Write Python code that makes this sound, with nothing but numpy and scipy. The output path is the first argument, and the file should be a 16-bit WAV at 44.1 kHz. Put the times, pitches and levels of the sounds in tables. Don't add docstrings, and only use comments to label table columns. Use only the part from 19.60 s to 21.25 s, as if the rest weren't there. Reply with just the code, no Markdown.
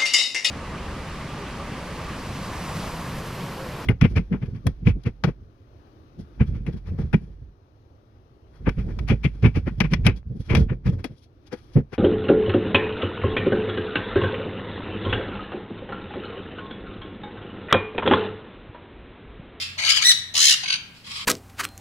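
import sys
import numpy as np
from scipy import signal
from scipy.fft import rfft, irfft, next_fast_len
from scipy.io import wavfile
from scipy.ndimage import uniform_filter1d, minimum_filter1d, map_coordinates

SR = 44100
rng = np.random.default_rng(int(sys.argv[2]) if len(sys.argv) > 2 else 0)


def put_to_file(sound):
    columns = np.atleast_2d(sound).T
    safe = np.clip(columns, -1, 1)
    whole_steps = np.round(safe * 32767)
    wavfile.write(sys.argv[1], SR, whole_steps.astype(np.int16))


N = 72765

JITTER_RATE, GRIT_RATE, FUZZ_RATE, CLUMP_RATE = 800, 550, 450, 240
TOP_HZ = 15750


def amp(db):
    return 10 ** (np.asarray(db) / 20)


def unit(x):
    return x / np.sqrt(np.mean(x ** 2) + 1e-20)


def along(points, hz):
    f, v = np.transpose(points)
    return np.interp(np.log(hz + 1), np.log(f + 1), v)


def clock():
    return np.arange(N) / SR


def wobble(rate):
    return map_coordinates(rng.standard_normal(N // 20), [clock() * rate], mode="wrap")


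def filtered(x, response):
    m = next_fast_len(N + SR // 4)
    spectrum = rfft(x, m) * response(np.fft.rfftfreq(m, 1 / SR))
    return irfft(spectrum, m)[..., :N]


def gesture(rows, edge_s=0.0054):
    start_s, pitch_hz, level_db = np.transpose(rows)
    t = clock()
    gate = np.clip(np.minimum(t - start_s[0], start_s[-1] - t) / edge_s + 1, 0, 1)
    return np.interp(t, start_s, pitch_hz), gate * amp(np.interp(t, start_s, level_db))


def voice(hz, gain, throat, jitter, fuzz, halves_db, rasp_db, grit_db):
    low_edge = 0.62
    centre = np.average(hz, weights=gain ** 2)
    phase = 2 * np.pi * np.cumsum(centre * (1 + jitter * wobble(JITTER_RATE))) / SR
    tone = np.zeros(N)
    for k in np.arange(1, TOP_HZ / centre, .5):
        size = amp(halves_db) * wobble(FUZZ_RATE) if k % 1 else 1
        tone += size * np.cos(k * phase + fuzz * wobble(FUZZ_RATE))
    air = unit(rng.standard_normal(N) * (1 + np.cos(phase / 2)) ** 2)
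    mix = (unit(tone) + amp(rasp_db) * air) / np.sqrt(1 + amp(rasp_db) ** 2)
    source = mix * amp(grit_db * wobble(GRIT_RATE))

    def throat_gain(f):
        low_cut = 1 - 1 / (1 + (f / (low_edge * centre)) ** 8)
        return amp(along(throat, f)) * low_cut

    steady = filtered(source, throat_gain)
    glide = np.cumsum((hz / centre - 1) * (gain > gain.max() / 20))
    sound = map_coordinates(steady, [np.arange(N) + glide], mode="nearest")
    return unit(sound * gain) * np.sqrt(np.mean(gain ** 2))


def undertone(rows, rate=GRIT_RATE):
    hz, gain = gesture(rows)
    carrier = np.exp(2j * np.pi * np.cumsum(hz) / SR)
    band = (wobble(rate) + 1j * wobble(rate)) * carrier
    return gain * unit(band.real)


def aviary(x, pan_db, lag_ms=0.3126, far_db=0):
    # pitch_hz, t60_s
    ring = [(500, 1), (2000, 0.64), (5000, 0.42), (15000, 0.32)]
    early_t60_s, wall_delay_s = .035, .0006
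    early_db, tail_db = 3, -5
    hz, t, z = signal.stft(rng.standard_normal((2, SR)), SR, nperseg=256)
    decay = amp(-60 * t / along(ring, hz)[:, None])
    tail = signal.istft(z * decay, SR, nperseg=256)[1]
    age = np.arange(tail.shape[1]) / SR
    early = rng.standard_normal(tail.shape) ** 3 * amp(-60 * age / early_t60_s)
    walls = 0
    for part, db in ((early, early_db), (tail, tail_db + far_db)):
        part = part * np.clip(age / wall_delay_s - 1, 0, 1)
        walls = walls + amp(db) * part / np.linalg.norm(part, axis=1, keepdims=True)
    sides = np.array([[1], [-1]])
    direct = filtered(x, lambda f: np.exp(sides * 1j * np.pi * f * lag_ms / 1000))
    reflected = signal.fftconvolve(x[None], walls, axes=1)[:, :N]
    return amp(sides * pan_db / 2) * (direct + reflected) / np.sqrt(1 + amp(early_db) ** 2)


def far_birds():
    # start_s, pitch_hz, level_db
    first_squawk = [(0, 1815, -27.5), (.045, 1777, -36)]
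    last_squawk = [(1.441, 1051, -41), (1.5, 1092, -41), (1.538, 1151, -35.5), (1.612, 1058, -38.5),
                   (1.65, 1051, -58.5)]
    faint_squawk = [(1.345, 1430, -51), (1.411, 1355, -58.5)]
    # pitch_hz, level_db
    throat = [(400, -53), (966, -8), (1780, -11), (2500, 1), (5300, -1.5), (6200, -16.5), (7200, -10.5),
              (15500, -38.5)]
    out = 0
    for rows in (first_squawk, last_squawk, faint_squawk):
        hz, gain = gesture(rows)
        flutter = amp(2.6 * wobble(120))
        cry = voice(hz, gain * flutter, throat, jitter=.05, fuzz=1,
                    halves_db=-3, rasp_db=0, grit_db=3)
        out = out + aviary(cry, pan_db=-3, far_db=11.0)
    return out


def background():
    # pitch_hz, level_db
    floor = [(25, -12.5), (140, 1), (230, -5.5), (330, -13.5), (600, -19), (2400, -21), (15000, -37.5)]
    # start_s, level_db
    hum_curve = [(.15, -52.5), (.88, -56), (1.2, -90), (1.552, -52.5)]
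    hum_hz, floor_db, floor_side_db = 89.5, -51.5, -12
    noise = rng.standard_normal((2, N))
    mid, side = unit(filtered(noise, lambda f: amp(along(floor, f))))
    side = amp(floor_side_db) * side
    hum_gain = amp(np.interp(clock(), *np.transpose(hum_curve)))
    hum = np.sqrt(2) * hum_gain * np.sin(2 * np.pi * hum_hz * clock())
    return amp(floor_db) * np.array([mid + side, mid - side]) + hum


def rasp():
    # start_s, pitch_hz (centre for the resonance), level_db
    cry_curve = [(.183, 1488, -29.5), (.192, 1510, -25), (.215, 1521, -29.5), (.275, 1540, -22),
                 (.308, 1697, -17.5), (.333, 1630, -23.5), (.341, 1600, -28.5), (.355, 1698, -21),
                 (.382, 1599, -24.5), (.398, 1479, -32), (.414, 1485, -35.5), (.417, 1515, -19.5),
                 (.438, 1598, -26)]
    resonance = [(.185, 2097, -33.5), (.25, 2600, -34.5), (.31, 3250, -26.5), (.37, 3100, -30),
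                 (.405, 2600, -30)]
    under = [(.175, 880, -44.5), (.25, 860, -42.5), (.305, 1600, -37.5), (.395, 950, -46.5),
             (.44, 1500, -36.5)]
    # pitch_hz, level_db
    throat = [(530, -38), (900, -13), (1500, -9.5), (2400, -0.5), (3500, -5), (4750, 5.5), (5770, -12),
              (6700, -4.5), (7860, -14.5), (9290, -17.5), (15500, -37)]
    clump_db = 2.5
    hz, gain = gesture(cry_curve)
    cry = voice(hz, gain, throat, jitter=.04, fuzz=1, halves_db=-4, rasp_db=0, grit_db=3)
    clumps = unit(amp(clump_db * wobble(CLUMP_RATE)))
    clumped = (cry + undertone(resonance, JITTER_RATE)) * clumps
    return amp(3.5) * aviary(clumped + undertone(under), pan_db=2.0)


def shriek():
    # start_s, pitch_hz, level_db
    cry_curve = [(.44, 1821, -22.5), (.457, 1904, -13.5), (.478, 2043, -14.5), (.498, 1987, -11.5),
                 (.51, 1868, -12.5), (.52, 1939, -19)]
    # pitch_hz, level_db
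    throat = [(1950, -13.5), (3000, -6.5), (3950, -1), (5800, -8.5), (7700, -15.5), (9700, -18.5),
              (12500, -33.5), (15300, -31)]
    break_s, break_fade_s = .512, 0.005
    hz, gain = gesture(cry_curve)
    crack = np.clip((clock() - break_s) / break_fade_s + .5, 0, 1)
    hz = hz * (1 + .022 * wobble(CLUMP_RATE))
    cry = voice(hz, gain, throat, jitter=.02 + .04 * crack, fuzz=.36,
                halves_db=-22 + 18 * crack, rasp_db=-14 + 13 * crack, grit_db=2.8)
    return amp(3.5) * aviary(cry, pan_db=0.5, lag_ms=0.1, far_db=0.5)


def screech():
    # start_s, pitch_hz, level_db
    cry_curve = [(.741, 962.7, -29), (.767, 996.7, -17.5), (.82, 1050, -13), (.875, 1055, -11.5),
                 (.9, 1010, -13), (.938, 940, -19.5)]
    under = [(.74, 799.5, -45), (.78, 1250, -35), (.86, 2075, -27), (.94, 1406, -37)]
    # pitch_hz, level_db
    throat = [(600, -13), (1000, -35), (1990, -12.5), (2600, -8.5), (3110, -2.5), (4100, 0), (5300, -2.5),
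              (6400, -5), (8600, -15.5), (9700, -15), (11500, -25), (15500, -29.5)]
    trill_hz, trill_slows_hz_per_s, trill_peak_s = 77.2, 97, .8285
    whistle_s, whistle_db, whistle_rise_db_per_s = .94, -23, 250
    hz, gain = gesture(cry_curve)
    t = clock() - trill_peak_s
    beat = 2 * np.pi * (trill_hz * t - trill_slows_hz_per_s * t * t / 2)
    hoarse = np.clip(-t / t[gain > 0].max(), 0, 1)
    sweep = 1 + .03 * np.sin(beat)
    pulses = unit(amp(10 * np.cos(beat)))
    cry = voice(hz * sweep, gain * pulses, throat, jitter=.014 + .08 * hoarse, fuzz=.6,
                halves_db=-5, rasp_db=-8 + 20 * hoarse, grit_db=2)
    distance_s = np.abs(clock() - whistle_s)
    whistle_gain = (gain > 0) * amp(whistle_db - whistle_rise_db_per_s * distance_s)
    whistle = whistle_gain * np.sqrt(2) * np.sin(2 * np.pi * np.cumsum(3 * hz) / SR)
    return aviary(amp(1.0) * cry + whistle + undertone(under), pan_db=-0.5)


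def chatter():
    # centre_s, level_db
    note_rows = [(1.040, -23.5), (1.063, -27), (1.085, -20.5), (1.105, -18), (1.126, -19.5), (1.141, -21),
                 (1.158, -27)]
    # start_s, pitch_hz, level_db
    under = [(1.036, 1000, -40), (1.047, 990, -42)]
    # pitch_hz, level_db
    throat = [(1100, -8), (1800, -11), (2500, 3), (3400, -4.5), (4600, -2), (5500, -15), (6250, -7.5),
              (7400, -29), (9490, -21.5), (13800, -62)]
    note_width_s, note_top_hz, note_arch_hz = 0.0046, 1570, 109.1
    centre_s, level_db = np.transpose(note_rows)
    notes = np.exp(-((clock() - centre_s[:, None]) / note_width_s) ** 2 / 2)
    pitch = note_top_hz + note_arch_hz * (notes.max(axis=0) - 1)
    cry = voice(pitch, amp(level_db) @ notes, throat, jitter=.03, fuzz=.7,
                halves_db=-3, rasp_db=-2, grit_db=2)
    return amp(1.0) * aviary(cry + undertone(under), pan_db=-1.0)


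def scene():
    # pitch_hz, left_minus_right_db
    ports = [(500, -1.5), (2300, 0.5), (4400, 4), (7000, 6.5), (9500, -9), (15000, -8.5)]
    birds = rasp() + shriek() + screech() + chatter() + far_birds()
    halves = np.array([[.5], [-.5]])
    return filtered(birds, lambda f: amp(halves * along(ports, f))) + background()


def record(dry):
    ceiling, limiter_s = .97, .003
    size = int(limiter_s * SR)
    needed = ceiling / np.maximum(np.abs(dry).max(axis=0), ceiling)
    gain = uniform_filter1d(minimum_filter1d(needed, 2 * size + 1), size)
    return filtered(dry * gain, lambda f: f < TOP_HZ)


dry = scene()
out = record(dry)
put_to_file(out)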